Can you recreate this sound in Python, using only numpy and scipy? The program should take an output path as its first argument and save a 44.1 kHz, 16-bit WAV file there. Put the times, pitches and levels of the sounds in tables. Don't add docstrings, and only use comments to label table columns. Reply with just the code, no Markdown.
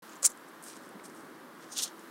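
import sys
import numpy as np
from scipy import signal
from scipy.fft import rfft, irfft
from scipy.io import wavfile

SR = 44100
rng = np.random.default_rng(int(sys.argv[2]) if len(sys.argv) > 2 else 0)


def unload_wav(signal):
    wavfile.write(
        sys.argv[1],
        SR,
        np.round(np.clip(np.atleast_2d(signal).T, -1, 1) * 32767).astype(np.int16),
    )


N = 92610
T = np.arange(N) / SR

# (time [s], level [dB])
RUMBLE_RIDE = [(0.03, -57), (0.2, -58.5), (0.61, -56), (0.91, -53.5), (2.1, -55.5)]
WASH_RIDE = [(0.03, -53), (0.5, -53.5), (1.1, -52.5), (1.6, -53.5), (2.1, -53)]
HISS_RIDE = [(0.03, -57), (0.2, -61), (0.5, -62.5), (1.4, -63), (2.1, -60)]
DRONE_RIDE = [(0.03, -65.5), (0.6, -67), (1.2, -61), (1.6, -71), (1.95, -54.5), (2.1, -57)]
# (frequency [Hz], relative level [dB])
RUMBLE_EQ = [(25, -67), (60, -43), (100, -23), (160, -8.5), (230, -1), (320, 1), (400, -4.5), (560, -8),
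             (800, -26), (2000, -83)]
WASH_EQ = [(100, -67), (400, -2), (700, -3), (1100, 1.5), (1600, -1.5), (2000, -7), (2600, -17.5),
           (4000, -20.5), (8000, -37)]
HISS_EQ = [(500, -20.5), (3000, -0.5), (5000, -3.5), (7000, -6), (10000, -4.5), (13000, -5.5),
           (15500, -8.5)]
# (peak time [s], level [dB], rise [s], fall [s])
BUMPS = [(0.959, -44, 0.018, 0.016), (1.08, -50.5, 0.021, 0.12), (1.19, -52, 0.026, 0.03),
         (1.235, -44.5, 0.007, 0.018), (1.315, -52.5, 0.03, 0.043)]

# (peak time [s], level [dB], rise [s], fall [s], tilt [dB/octave])
SHUFFLES = [(0.13, -61.5, 0.23, 0.094, -10), (0.485, -58, 0.013, 0.024, 7), (0.636, -49.5, 0.012, 0.12, 15),
            (0.676, -48, 0.047, 0.096, 6), (0.715, -53.5, 0.14, 0.074, -7), (0.768, -55.5, 0.035, 0.04, -2),
            (0.85, -61.5, 0.1, 0.09, -1), (1.043, -51, 0.0059, 0.03, 5), (1.059, -46, 0.017, 0.016, 4),
            (1.1, -61, 0.045, 0.04, 3), (1.17, -59.5, 0.071, 0.17, 6), (1.635, -58, 0.068, 0.059, -5),
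            (2.01, -69, 0.12, 0.15, -2)]
SCUFFS = [(1.773, -34.5, 0.025, 0.032, -1), (1.788, -31.5, 0.019, 0.043, -1),
          (1.802, -35, 0.033, 0.027, -3), (1.823, -30, 0.0039, 0.031, 1.5),
          (1.836, -28.5, 0.031, 0.026, 3.5), (1.859, -43.5, 0.015, 0.044, -4.5),
          (1.878, -43, 0.0057, 0.013, -2.5)]
# (time [s], level [dB], pitch [Hz], width [octaves])
TICKS = [(0.094, -50, 7240, 0.25), (0.101, -51, 7200, 0.25), (0.115, -50, 7000, 0.25),
         (0.123, -53, 7000, 0.23), (0.1335, -48.5, 7100, 0.25), (0.156, -47, 7300, 0.44),
         (0.162, -48, 6960, 0.27), (0.168, -49, 7000, 0.25), (0.2298, -23, 7300, 0.82),
         (0.2505, -16, 7300, 0.3), (0.2585, -20.5, 8500, 0.92), (0.2647, -15, 8300, 0.46),
         (0.302, -39, 8600, 0.81), (0.3062, -43, 8500, 0.6), (0.318, -40.5, 7550, 0.35),
         (0.374, -48.5, 8540, 0.45), (0.626, -45, 8500, 0.9), (0.767, -47, 8600, 0.6),
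         (0.835, -53.5, 8000, 0.5), (0.891, -49.5, 8700, 0.4), (1.04, -47.5, 8400, 0.59),
         (1.082, -54, 9500, 0.3), (1.149, -52, 9400, 0.3), (1.629, -53, 5500, 0.7),
         (1.721, -42, 6350, 0.35), (1.7803, -26, 7400, 1.2), (1.7872, -27, 6000, 0.77),
         (1.79, -30, 6070, 0.37), (1.7953, -32, 6000, 1.1), (1.994, -49, 7850, 0.5)]
# (time [s], level [dB])
LEAD_IN_ENVELOPE = [(1.66, -75), (1.70, -62), (1.718, -52), (1.721, -43.5), (1.735, -42), (1.752, -54),
                    (1.78, -75)]
# (frequency [Hz], relative level [dB])
SHUFFLE_EQ = [(500, -51), (2500, -11.5), (4500, -7), (5700, -3), (7000, -6.5), (8500, -2), (10000, -8.5),
              (12500, -18.5), (15500, -32)]
DULL_RUSTLE_EQ = [(100, -43), (1000, -6), (1800, -3), (2250, 6), (2700, -11), (4500, -12), (8000, -30)]
LEAD_IN_EQ = [(500, -43), (3000, -20), (4500, -10.5), (5600, -2.5), (6300, -0.5), (7600, -12), (9000, -4),
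              (10500, -19), (15500, -24)]
SCUFF_EQ = [(40, -60), (200, -30), (1200, -18.5), (2300, -17.5), (3200, -2.5), (4900, -3), (6400, 0.5),
            (8100, -6), (9200, -2.5), (10200, -13), (12000, -13.5), (15500, -26)]

# (frequency [Hz], relative level [dB], 60 dB decay [s])
KNOCK_MODES = [(543, -0.5, 0.12), (774, -6, 0.04), (1116, -0.5, 0.066), (1350, -2, 0.05)]
# (time [s], level [dB])
SWISH_ENVELOPE = [(0.21, -90), (0.226, -44), (0.237, -36.5), (0.250, -19.5), (0.2648, -20), (0.267, -29),
                  (0.275, -30.5), (0.284, -50.5), (0.305, -51.5), (0.34, -72)]
# (time [s], bright share [0-1])
SWISH_BRIGHTNESS = [(0.222, 0.9), (0.232, 0), (0.253, 0.31), (0.260, 1), (0.266, 1), (0.275, 0.3),
                    (0.30, 0.4)]
# (peak time [s], level [dB], rise [s], fall [s])
PUFF = [(0.266, -64, 0.012, 0.07)]
# (frequency [Hz], relative level [dB])
SWISH_EQ = [(60, -51), (300, -36), (540, -28), (750, -29), (1400, -18.5), (2200, -20), (3300, -25.5),
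            (4200, -15), (5200, -13.5), (6000, -6.5), (7000, -1), (8000, -3), (8800, -10), (9600, -3),
            (10600, -15.5), (12500, -20), (15500, -22)]
PUFF_EQ = [(10, 0), (25, -5), (60, -21), (150, -31), (600, -79)]


def from_db(db):
    return 10 ** (np.asarray(db) / 20)


def unit_power(x):
    return x / np.sqrt(np.mean(x ** 2) + 1e-20)


def ride(points):
    return from_db(np.interp(T, *np.transpose(points)))


def gesture(points):
    return ride(points) * (T > points[0][0]) * (T < points[-1][0])


def stroke(peak_s, db, rise_s, fall_s):
    from_peak = np.maximum((peak_s - T) / max(rise_s, 1e-4), (T - peak_s) / max(fall_s, 1e-4))
    return from_db(db - 20 * from_peak)


def equalise(x, eq, tilt=0):
    octave = np.log2(np.maximum(np.arange(N // 2 + 1) * SR / N, 1))
    hz, db = np.transpose(eq)
    tilt_db = tilt * np.clip(octave, np.log2(hz[0]), np.log2(hz[-1]))
    gain = from_db(np.interp(octave, np.log2(hz), db) + tilt_db)
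    return unit_power(irfft(rfft(x) * gain, N))


def noise(eq):
    return equalise(rng.standard_normal(N), eq)


def bandpass(x, low_hz, high_hz):
    band = signal.butter(2, [low_hz, high_hz], "band", fs=SR, output="sos")
    return signal.sosfilt(band, x + 1e-18) * np.sqrt(SR / 2 / (high_hz - low_hz))


def friction(slips_per_s, spread_db, smooth_db):
    sizes = from_db(spread_db * np.minimum(rng.exponential(1, N), 4)) * rng.choice([-1, 1], N)
    slips = sizes * (rng.random(N) < slips_per_s / SR)
    return unit_power(slips) + from_db(smooth_db) * rng.standard_normal(N)


def garden():
    rumble = ride(RUMBLE_RIDE) * noise(RUMBLE_EQ)
    pushes = sum(stroke(*bump) for bump in BUMPS) * rng.standard_normal(N)
    bumps = bandpass(pushes, low_hz=186, high_hz=395)
    wash = ride(WASH_RIDE) * noise(WASH_EQ)
    hiss = ride(HISS_RIDE) * noise(HISS_EQ)
    return rumble + bumps + wash + hiss


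def drone(pitch_hz=326, width_hz=15):
    b, a = signal.iirpeak(pitch_hz, pitch_hz / width_hz, fs=SR)
    drive = rng.standard_normal(N + SR)
    tone = signal.lfilter(b, a, signal.lfilter(b, a, drive))[SR:]
    return ride(DRONE_RIDE) * unit_power(tone)


def shuffles():
    leaves = dict(slips_per_s=1200, spread_db=8.5, smooth_db=3)
    crackle = sum(stroke(*shape) * equalise(friction(**leaves), SHUFFLE_EQ, tilt)
                  for *shape, tilt in SHUFFLES)
    dull_rustle = stroke(peak_s=1, db=-50, rise_s=0.01, fall_s=0) * noise(DULL_RUSTLE_EQ)
    return crackle + dull_rustle


def ticks():
    track = 0
    for time_s, db, hz, octaves in TICKS:
        crack = stroke(time_s, db, rise_s=0.0007, fall_s=0.0032) * rng.choice([-1, 1], N)
        edge_ratio = 2 ** (octaves / 2)
        track = track + bandpass(crack, hz / edge_ratio, hz * edge_ratio)
    return track


def scuffs():
    grit = dict(slips_per_s=5000, spread_db=2.5, smooth_db=-2)
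    lead_in = gesture(LEAD_IN_ENVELOPE) * equalise(friction(**grit), LEAD_IN_EQ)
    strokes = sum(stroke(*shape) * equalise(friction(**grit), SCUFF_EQ, tilt)
                  for *shape, tilt in SCUFFS)
    return lead_in + strokes


def knock(time_s=0.2295, db=-41.5):
    age = np.maximum(T - time_s, 0)
    return sum((-1) ** k * from_db(db + mode_db - 60 * age / t60) * np.sin(2 * np.pi * hz * age)
               for k, (hz, mode_db, t60) in enumerate(KNOCK_MODES))


def swish(tilt_db_per_octave=2):
    slips = friction(slips_per_s=12000, spread_db=1.5, smooth_db=0)
    dark = equalise(slips, SWISH_EQ, -tilt_db_per_octave)
    bright = equalise(slips, SWISH_EQ, tilt_db_per_octave)
    crossfade = np.interp(T, *np.transpose(SWISH_BRIGHTNESS))
    rub = (1 - crossfade) * dark + crossfade * bright
    puff = stroke(*PUFF[0]) * noise(PUFF_EQ)
    return gesture(SWISH_ENVELOPE) * rub + puff


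def scene():
    return (garden() + drone() + knock() + swish() + scuffs() + shuffles() + ticks())[None]


def record(dry):
    fade_in_s, cutoff_hz = (0.021, 0.027), 15800
    faded = dry * np.interp(T, fade_in_s, [0, 1])
    high_cut = signal.ellip(12, .1, 85, cutoff_hz, fs=SR, output="sos")
    return signal.sosfilt(high_cut, faded)


dry = scene()
out = record(dry)
unload_wav(out)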